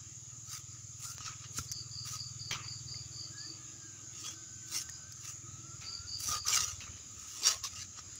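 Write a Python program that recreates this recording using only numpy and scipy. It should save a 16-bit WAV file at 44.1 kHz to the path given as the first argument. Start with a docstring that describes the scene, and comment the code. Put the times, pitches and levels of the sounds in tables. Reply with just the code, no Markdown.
"""A shrill insect chorus and a far engine's soft thudding in open air, then a cleaver works through raw chicken.
The cutting is random clicks (tearing fibres) shaped by a spectrum and blade modes, swelling with each stroke.
Drags sing through narrow resonances, gristle snaps in volleys, the edge knocks on wood, wet meat slaps down.
A nearer insect chirps in two bouts of pulsed noise; a faint far call glides on wavering sines.
The engine is one windowed sine boom per firing with a drone; the chorus and the air are coloured noise."""
import sys
import numpy as np
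from scipy import signal
from scipy.fft import rfft, irfft, next_fast_len
from scipy.io import wavfile
from scipy.ndimage import uniform_filter1d, map_coordinates

SR = 44100
rng = np.random.default_rng(int(sys.argv[2]) if len(sys.argv) > 2 else 0)


def master_out(mix):
    """Clip the mix to full scale and print it as 16-bit PCM to the path in sys.argv[1]."""
    frames = np.transpose(np.atleast_2d(mix))
    ceiling = np.clip(frames, -1, 1)
    pcm = np.round(ceiling * 32767).astype(np.int16)
    wavfile.write(sys.argv[1], SR, pcm)


N = 361179
T = np.arange(N) / SR

# Spectrum of wet meat. Each row: frequency in Hz, level in dB.
WET_SPECTRUM = [(120, -4), (270, -8.5), (700, -11), (1250, -2.5), (1700, -6.5), (2500, 2), (3900, -1),
                (6200, 4.5), (8200, -20), (13500, -27.5), (15200, -15)]


def undb(db):
    """Decibels to gain."""
    return 10 ** (np.asarray(db) / 20)


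def unit(x):
    """Scale to rms 1."""
    return x / np.sqrt(np.mean(x ** 2))


def curve(rows, t=T):
    """The columns of a table, joined by straight lines in time."""
    s, *columns = np.transpose(rows)
    return [np.interp(t, s, c) for c in columns]


def add(out, start_s, x):
    """Mix x into out at a start time."""
    i = max(int(start_s * SR), 0)
    out[i:i + len(x)] += x[:max(N - i, 0)]


def colour(x, points):
    """Shape a sound by a spectrum of (Hz, dB) points, joined on a log frequency axis."""
    size = next_fast_len(len(x))
    hz, db = np.transpose(points)
    f = np.maximum(np.fft.rfftfreq(size, 1 / SR), 1)
    gain = undb(np.interp(np.log(f), np.log(hz), db))
    return irfft(rfft(x, size) * gain, size)[:len(x)]


def ring(x, hz, width_hz):
    """One resonance, gain 1 at its centre."""
    b, a = signal.iirpeak(hz, hz / width_hz, fs=SR)
    return signal.lfilter(b, a, x + 1e-18)  # the offset avoids denormals


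def below(x, hz):
    """The part of a sound under a frequency, without delay."""
    return signal.sosfiltfilt(signal.butter(4, hz, fs=SR, output="sos"), x)


def walk(rate_hz):
    """Smooth random motion with a spread near 1: new targets at rate_hz, joined by a moving mean."""
    k = int(SR / rate_hz)
    steps = np.repeat(rng.standard_normal(N // k + 1), k)
    return 1.144 * uniform_filter1d(steps, k)[:N]


def crackle(size, rate_hz, spread_db):
    """Tiny random clicks, most weak and a few strong, at rms 1."""
    hits = rng.random(size) < rate_hz / SR
    clicks = hits * rng.standard_normal(size)
    return unit(clicks * undb(spread_db * np.minimum(rng.exponential(size=size), 4)))


def wander(x, depth_db, width_hz, rate_hz):
    """Peaks and dips of a given width come and go across the spectrum; the overall level is kept."""
    f, t, z = signal.stft(x, SR, nperseg=512, noverlap=384)
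    place = np.meshgrid(f / width_hz, t * rate_hz, indexing="ij")
    field = map_coordinates(rng.standard_normal(size=(400, 500)), place, order=1, mode="nearest")
    y = signal.istft(z * undb(depth_db * field), SR, nperseg=512, noverlap=384)[1][:len(x)]
    return y * np.std(x) / np.std(y)


def chorus():
    """Many far insects merge into a shrill, slightly flickering band."""
    # Each row: frequency in Hz, level in dB.
    band = [(3800, -34), (4900, -23), (5400, -14), (5850, -9), (6350, 2), (6950, 4), (7400, -2),
            (7900, -21.5), (8600, -48), (10500, -23), (12500, -43.5), (15200, -29.5)]
    voices = wander(rng.standard_normal(N), depth_db=2.0, width_hz=140, rate_hz=13)
    level_db = -50.5 + .5 * walk(25)
    return unit(colour(voices, band)) * undb(level_db)


def engine():
    """Each firing of a slow single cylinder arrives as a soft boom; off load it runs deeper and less evenly."""
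    # Each row: time in seconds, firings per second.
    firing_rate = [(0, 19.1), (1.05, 19.62), (2.1, 19.96), (3.1, 20.16), (3.6, 20.7), (4.1, 20.75),
                   (5.05, 20.6), (5.7, 19.65), (6.4, 19.1), (7, 18.2), (8.19, 17.4)]
    # Each row: time in seconds, boom level in dB, drone level in dB before its pulsing.
    levels = [(0, -56, -75.5), (1.2, -54.5, -77.5), (2.1, -50.5, -82), (2.9, -50, -70.5), (3.5, -58, -64),
              (4.3, -61, -70.5), (5.1, -58, -73.5), (5.78, -51, -67), (5.86, -57, -90), (6.85, -54, -114),
              (7.3, -64, -87), (8.19, -59.5, -88)]
    throttle_off_s, closing_s = 5.78, 0.069
    loaded_hz, idle_hz = 116.5, 91
    loaded_unevenness, idle_unevenness = 1, 5.5  # scales both timing and level spread

    rate_hz, = curve(firing_rate)
    boom_db, drone_db = curve(levels)
    idling = np.clip((T - throttle_off_s) / closing_s, 0, 1)
    boom_hz = loaded_hz + idling * (idle_hz - loaded_hz)
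    unevenness = loaded_unevenness + idling * (idle_unevenness - loaded_unevenness)

    turns = np.cumsum(rate_hz) / SR + .12
    age_s = (turns % 1 - .5) / rate_hz  # from the middle of each boom
    late_s = 0.00014 * unevenness * walk(25)
    spread_s = np.where(age_s < 0, .008, .0105)  # builds faster than it dies
    boom = -np.sin(2 * np.pi * boom_hz * (age_s - late_s)) * np.exp(-(age_s / spread_s) ** 2)

    hum = unit(ring(ring(rng.standard_normal(N), 326.4, 5.6), 294, 46))
    drone = hum * (1 + .5 * np.cos(2 * np.pi * (turns - .7)))  # one pulse per firing
    # booms scattered by the surroundings
    rumble = unit(ring(ring(ring(rng.standard_normal(N), 110, 70), 111, 70), 135, 70))
    beat = undb(.6 * unevenness * walk(20)) * unit(boom) + undb(-19) * rumble
    return undb(boom_db) * beat + undb(drone_db) * drone


def air():
    """A soft, restless outdoor wash: noise with a wandering spectrum."""
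    # Each row: frequency in Hz, level in dB.
    wash_spectrum = [(25, -11), (50, -2), (80, 21.5), (180, 10.5), (320, 8.5), (430, -0.5), (800, -3),
                     (1050, -4.5), (1250, 9), (1500, -2), (2100, -1), (2800, 1), (4000, 2), (6000, -3.5),
                     (9000, -22.5)]
    # Each row: time in seconds, level in dB.
    wash_level = [(0, -62), (2.8, -60), (3.6, -58.5), (5.3, -61), (5.9, -58.5), (8.19, -59)]
    wash = wander(rng.standard_normal(N), depth_db=4.5, width_hz=150, rate_hz=16)
    level_db, = curve(wash_level)
    return unit(colour(wash, wash_spectrum)) * undb(level_db + .5 * walk(9.8))


def side_noise():
    """Very faint coloured noise, in opposite phase left and right."""
    # Each row: frequency in Hz, level in dB.
    side_spectrum = [(25, -7), (110, -6), (219, -4), (903, -5), (1240, -1), (2130, -12), (6000, -19),
                     (10300, -54), (15000, -11)]
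    side = undb(-80.5) * unit(colour(rng.standard_normal(N), side_spectrum))
    return side * np.array([[1], [-1]])


def neighbours():
    """Other chirpers answer faintly: steady narrow noise of uneven level."""
    hiss = unit(ring(ring(rng.standard_normal(N), 5000, 350), 4880, 500))
    return undb(-67.0 + 3.5 * walk(9)) * hiss


def push(age_s, rise_s, hold_s, fall_s):
    """Force on the blade: it builds, holds and lets go."""
    range_db = 24.5  # gained over the rise, lost over the fall
    bend = 1.3  # above 1: rounded near the top, breaking off faster at the ends
    away = np.maximum(-age_s / rise_s, 0) + np.maximum((age_s - hold_s) / fall_s, 0)
    return undb(-range_db * away ** bend)


def cutting():
    """Fibres tear in quick uneven slips and ring the blade; a keener bite adds treble."""
    # Each row: time of full force in seconds, force in dB before the trim, brightness in dB,
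    # then rise, hold and fall in seconds.
    strokes = [ (0.513, -54, -1, 0.068, 0.054, .06), (0.773, -63.5, -33, .14, .01, 0.06),
               (1.031, -55, 3, 0.056, 0.084, 0.057), (1.246, -50, -21, 0.11, 0.016, .17),
               (1.442, -52.5, -31, 0.084, .005, 0.062), (1.573, -53, 2.5, 0.053, 0.011, 0.11),
               (2.06, -50.5, -3, 0.017, 0.067, 0.093), (4.247, -50, -8.5, 0.14, 0.043, 0.084),
               (4.758, -45.5, 1.5, 0.087, 0.013, 0.083), (5.266, -56, -2, .13, 0.028, 0.065),
               (6.204, -50.5, 5.5, 0.021, 0.1, 0.075), (6.31, -44, -9.5, 0.13, 0.058, .035),
               (6.482, -39, -7, 0.04, 0.035, 0.076), (6.538, -36.5, -8, 0.044, 0.038, 0.18),
               (7.367, -56, -2, 0.36, .05, .1), (7.474, -34, -9, 0.076, 0.0089, 0.1),
               (7.643, -44.5, -13, .015, 0.014, 0.05), (7.769, -53, -11, 0.19, 0.055, 0.058),
               (7.985, -53.5, -20, 0.054, .005, 0.034), ]
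    # Tearing noise. Each row: frequency in Hz, level in dB.
    tear_spectrum = [(150, -31), (450, -7), (750, -13.5), (1200, 2.5), (1900, 2), (3600, 5), (4700, 9),
                     (6000, 5), (7100, 11), (8300, 1.5), (11000, 0.5), (13600, -7), (15200, 3.5)]
    # Blade modes damped by hand and meat. Each row: frequency in Hz, width in Hz, level in dB.
    blade_modes = [(1258, 42, 10), (1480, 34, -34), (2835, 43, 6.5), (4824, 22, 10.5), (5820, 75, 8),
                   (5590, 74, 10.5), (6134, 490, 8), (7200, 98, -14)]
    trim_db = -1.27

    fibres = crackle(N, rate_hz=6000, spread_db=2) * undb(1.7 * walk(130))
    fibres = wander(fibres, depth_db=6, width_hz=210, rate_hz=28)
    tearing = colour(fibres, tear_spectrum)
    sound = tearing + sum(undb(db) * ring(tearing, hz, width_hz) for hz, width_hz, db in blade_modes)

    body = below(sound, 3900)
    fizz = sound - below(sound, 8000)
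    rasp = sound - body - fizz
    power = np.zeros((3, N))  # body, rasp, fizz
    for s, force_db, bright_db, rise_s, hold_s, fall_s in strokes:
        on = (T > s - 2 * rise_s) & (T < s + hold_s + 2 * fall_s)
        tilt = undb([0, 0.34 * bright_db, bright_db])  # the bite tilts the spectrum
        force = undb(force_db) * push(T[on] - s, rise_s, hold_s, fall_s)
        power[:, on] += np.outer(tilt, force) ** 2
    mix = np.sum(np.sqrt(power) * [body, rasp, fizz], axis=0)
    return mix * undb(trim_db) / np.std(body)


def drags():
    """Friction of the edge on bone or wood keeps one blade mode singing, and the board groans under it."""
    # Each row: centre in seconds, blade level in dB, blade pitch in Hz, board level in dB,
    # time from centre to 1/e in seconds.
    rubs = [(.535, -57.5, 1307, -81, 0.05), (1.098, -55, 1370, -67, 0.05), (2.57, -50, 1236, -69, .05),
            (4.285, -50, 3350, -67, .04), (4.766, -49, 2800, -72, 0.013), (6.338, -39, 1230, -49, 0.042),
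            (6.46, -42.5, 1244, -68, 0.0079), (6.503, -43, 1203, -62, 0.023),
            (6.6, -56, 1220, -54.5, 0.063), (7.492, -51.5, 1080, -50.5, 0.065),
            (7.649, -47.5, 1104, -69, 0.014), (7.768, -47.5, 2850, -66, .008)]
    # Each row: frequency in Hz, level in dB.
    groan_spectrum = [(150, -10), (330, -11.5), (480, 5), (780, 0), (1050, -5), (2000, -44)]
    out = np.zeros(N)
    friction = wander(rng.standard_normal(N), depth_db=11, width_hz=119, rate_hz=23)
    groan = unit(colour(friction, groan_spectrum))
    for s, blade_db, hz, board_db, length_s in rubs:
        tone = unit(ring(ring(rng.standard_normal(N), hz, 60), hz, 120))
        out += (undb(blade_db) * tone + undb(board_db) * groan) * np.exp(-((T - s) / length_s) ** 2)
    return out


def snaps():
    """Gristle and small bones: each snap is a short volley of cracks through one broad resonance."""
    # Each row: start in seconds, peak in dB, pitch in Hz, length in seconds (envelope down to 1/e squared).
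    breaks = [(1.182, -27.5, 5900, 0.0026), (1.574, -28, 7360, .01), (1.5823, -21.5, 6300, .007),
              (1.716, -21, 6000, 0.012), (4.896, -30, 6500, 0.0055), (5.122, -30, 5740, .005),
              (6.2, -32.5, 6000, 0.0096), (6.273, -20, 6150, 0.012), (6.299, -25.5, 6000, .012),
              (6.482, -17, 5730, 0.02), (6.538, -21, 6340, .025), (6.554, -13, 6100, 0.023),
              (7.434, -22.5, 4630, .018), (7.471, -11.5, 6730, 0.011), (7.639, -22.5, 5200, 0.035),
              (8.156, -36, 7800, .006)]
    out, t = np.zeros(N), T[:SR // 10]
    for s, peak_db, hz, length_s in breaks:
        cracks = crackle(len(t), rate_hz=9000, spread_db=6.5) * np.exp(-2 * t / length_s)
        resonant = ring(ring(cracks, hz, 1300), hz, 4200)
        x = resonant + undb(-18) * (cracks - below(cracks, 1360))
        add(out, s, undb(peak_db) * x / np.abs(x).max())
    return out


def knocks():
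    """A brief contact on bone or board rings the blade and, through the meat, thumps the board."""
    # Each row: start in seconds, blade ring in dB, ring pitch in Hz, board thud in dB.
    hits = [(1.206, -41, 1264, -57), (1.587, -32, 1350, -39.5), (2.943, -47.5, 2100, -73),
            (4.891, -42, 1840, -74), (6.289, -55, 1210, -44.5), (7.99, -40.5, 1250, -60)]
    # Each row: frequency in Hz, width in Hz, level in dB.
    board_modes = [(95, 20, 3.5), (133, 21, -1), (250, 76, 4), (432, 61, -6.5)]
    out, t = np.zeros(N), T[:SR // 4]
    no_bass = signal.butter(4, 72, "high", fs=SR, output="sos")  # a small board radiates no deep bass
    for s, ring_db, hz, thud_db in hits:
        tone = np.sin(2 * np.pi * hz * t) * np.exp(-t / 0.0051)
        contact = colour(rng.standard_normal(len(t)), WET_SPECTRUM) * np.exp(-t / .005)
        thud = sum(undb(db) * np.sin(2 * np.pi * f * t) * np.exp(-np.pi * width_hz * t)
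                   for f, width_hz, db in board_modes)
        thud = signal.sosfilt(no_bass, thud)
        add(out, s, undb(ring_db) * (tone + undb(-1.5) * contact) + undb(thud_db) * thud)
    return out


def slaps():
    """Wet meat lands with a spatter whose treble dies first; small pockets in it resonate briefly."""
    # Each row: start in seconds, level in dB, time for the low part to fall 60 dB in seconds.
    landings = [(1.26, -45, 0.4), (2.508, -30, 0.44), (4.26, -61, 0.28), (5.809, -46.5, 0.67),
                (6.804, -43.5, 0.61), (6.964, -51.5, 0.31)]
    out, t = np.zeros(N), T[:SR // 2]
    for s, db, t60_s in landings:
        drops = crackle(len(t), rate_hz=4000, spread_db=2)
        drops = wander(drops, depth_db=5, width_hz=260, rate_hz=40)
        spatter = unit(colour(drops, WET_SPECTRUM))
        low = below(spatter, 3050)
        high = spatter - low
        fade_db = -60 * t / t60_s
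        onset = 1 - np.exp(-t / 0.0023)
        add(out, s, undb(db) * onset * (low * undb(fade_db) + high * undb(2.54 * fade_db)))
    return out


def chirps():
    """Loudness of the near insect: within a bout the gap between chirps grows a little each time."""
    # Each row: first chirp in seconds, end in seconds, level in dB before the chirper's trim.
    bouts = [(1.681, 3.5, -40), (5.835, 6.4, -38.5)]
    first_period_s, slowing_s = .2298, .0036
    onset_s, peak_s, half_s = 0.0059, 0.084, 0.087  # a quick start, then a rounded swell
    swell, age_s = np.zeros(N), T[:SR // 3]
    shape = (1 - np.exp(-age_s / onset_s)) * np.exp(-((age_s - peak_s) / half_s) ** 2)
    for s, end_s, db in bouts:
        period_s = first_period_s
        while s < end_s:
            add(swell, s, undb(db) * shape)
            s += period_s
            period_s += slowing_s
    return swell


def chirper():
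    """A near insect: each chirp is a run of uneven wing strokes on a narrow resonance."""
    trim_db = -5
    wing_cycles = np.cumsum(58 * (1 + 0.263 * walk(40))) / SR  # about 58 strokes per second
    flutter = undb(3.2 * np.cos(2 * np.pi * wing_cycles) + 1.2 * walk(70))
    teeth = rng.standard_normal(N) * flutter
    song = signal.sosfilt(signal.butter(3, [4500, 4900], "band", fs=SR, output="sos"), teeth)
    return chirps() * undb(trim_db) * unit(song)


def far_call():
    """Thin gliding notes that waver in pitch and level, blurred by distance."""
    # Each row: start in seconds, length in seconds, first pitch in Hz, last pitch in Hz,
    # level in dB before the trim.
    notes = [(3.296, .2, 1575, 1790, -58), (3.558, 0.59, 1720, 1490, -65), (4.27, 0.9, 1530, 1524, -64),
             (5.428, .36, 1255, 1375, -59.5), (5.805, 0.3, 1280, 1442, -57.5)]
    fade_s, trim_db = 0.058, -2.5
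    out = np.zeros(N)
    jitter = .016 * walk(160)
    waver_db = 3 * walk(30)
    for s, length_s, first_hz, last_hz, db in notes:
        on = (T > s) & (T < s + length_s)
        age_s = T[on] - s
        glide_hz = first_hz + (last_hz - first_hz) * age_s / length_s
        hz = glide_hz * (1 + jitter[on])
        fade = np.clip(np.minimum(age_s, length_s - age_s) / fade_s, 0, 1)
        tone = unit(np.sin(2 * np.pi * np.cumsum(hz) / SR))
        out[on] += tone * fade * undb(db + trim_db + waver_db[on])
    return out


def scene():
    """Everything sits in the centre; only a very faint noise is wide."""
    surroundings = chorus() + engine() + air() + neighbours() + chirper() + far_call()
    butchery = cutting() + drags() + snaps() + knocks() + slaps()
    return surroundings + butchery + side_noise()


def record(dry):
    """A steep low-pass removes the top of the spectrum."""
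    top_hz = 15650
    return signal.sosfiltfilt(signal.ellip(10, .1, 60, top_hz, fs=SR, output="sos"), dry)


dry = scene()
out = record(dry)
master_out(out)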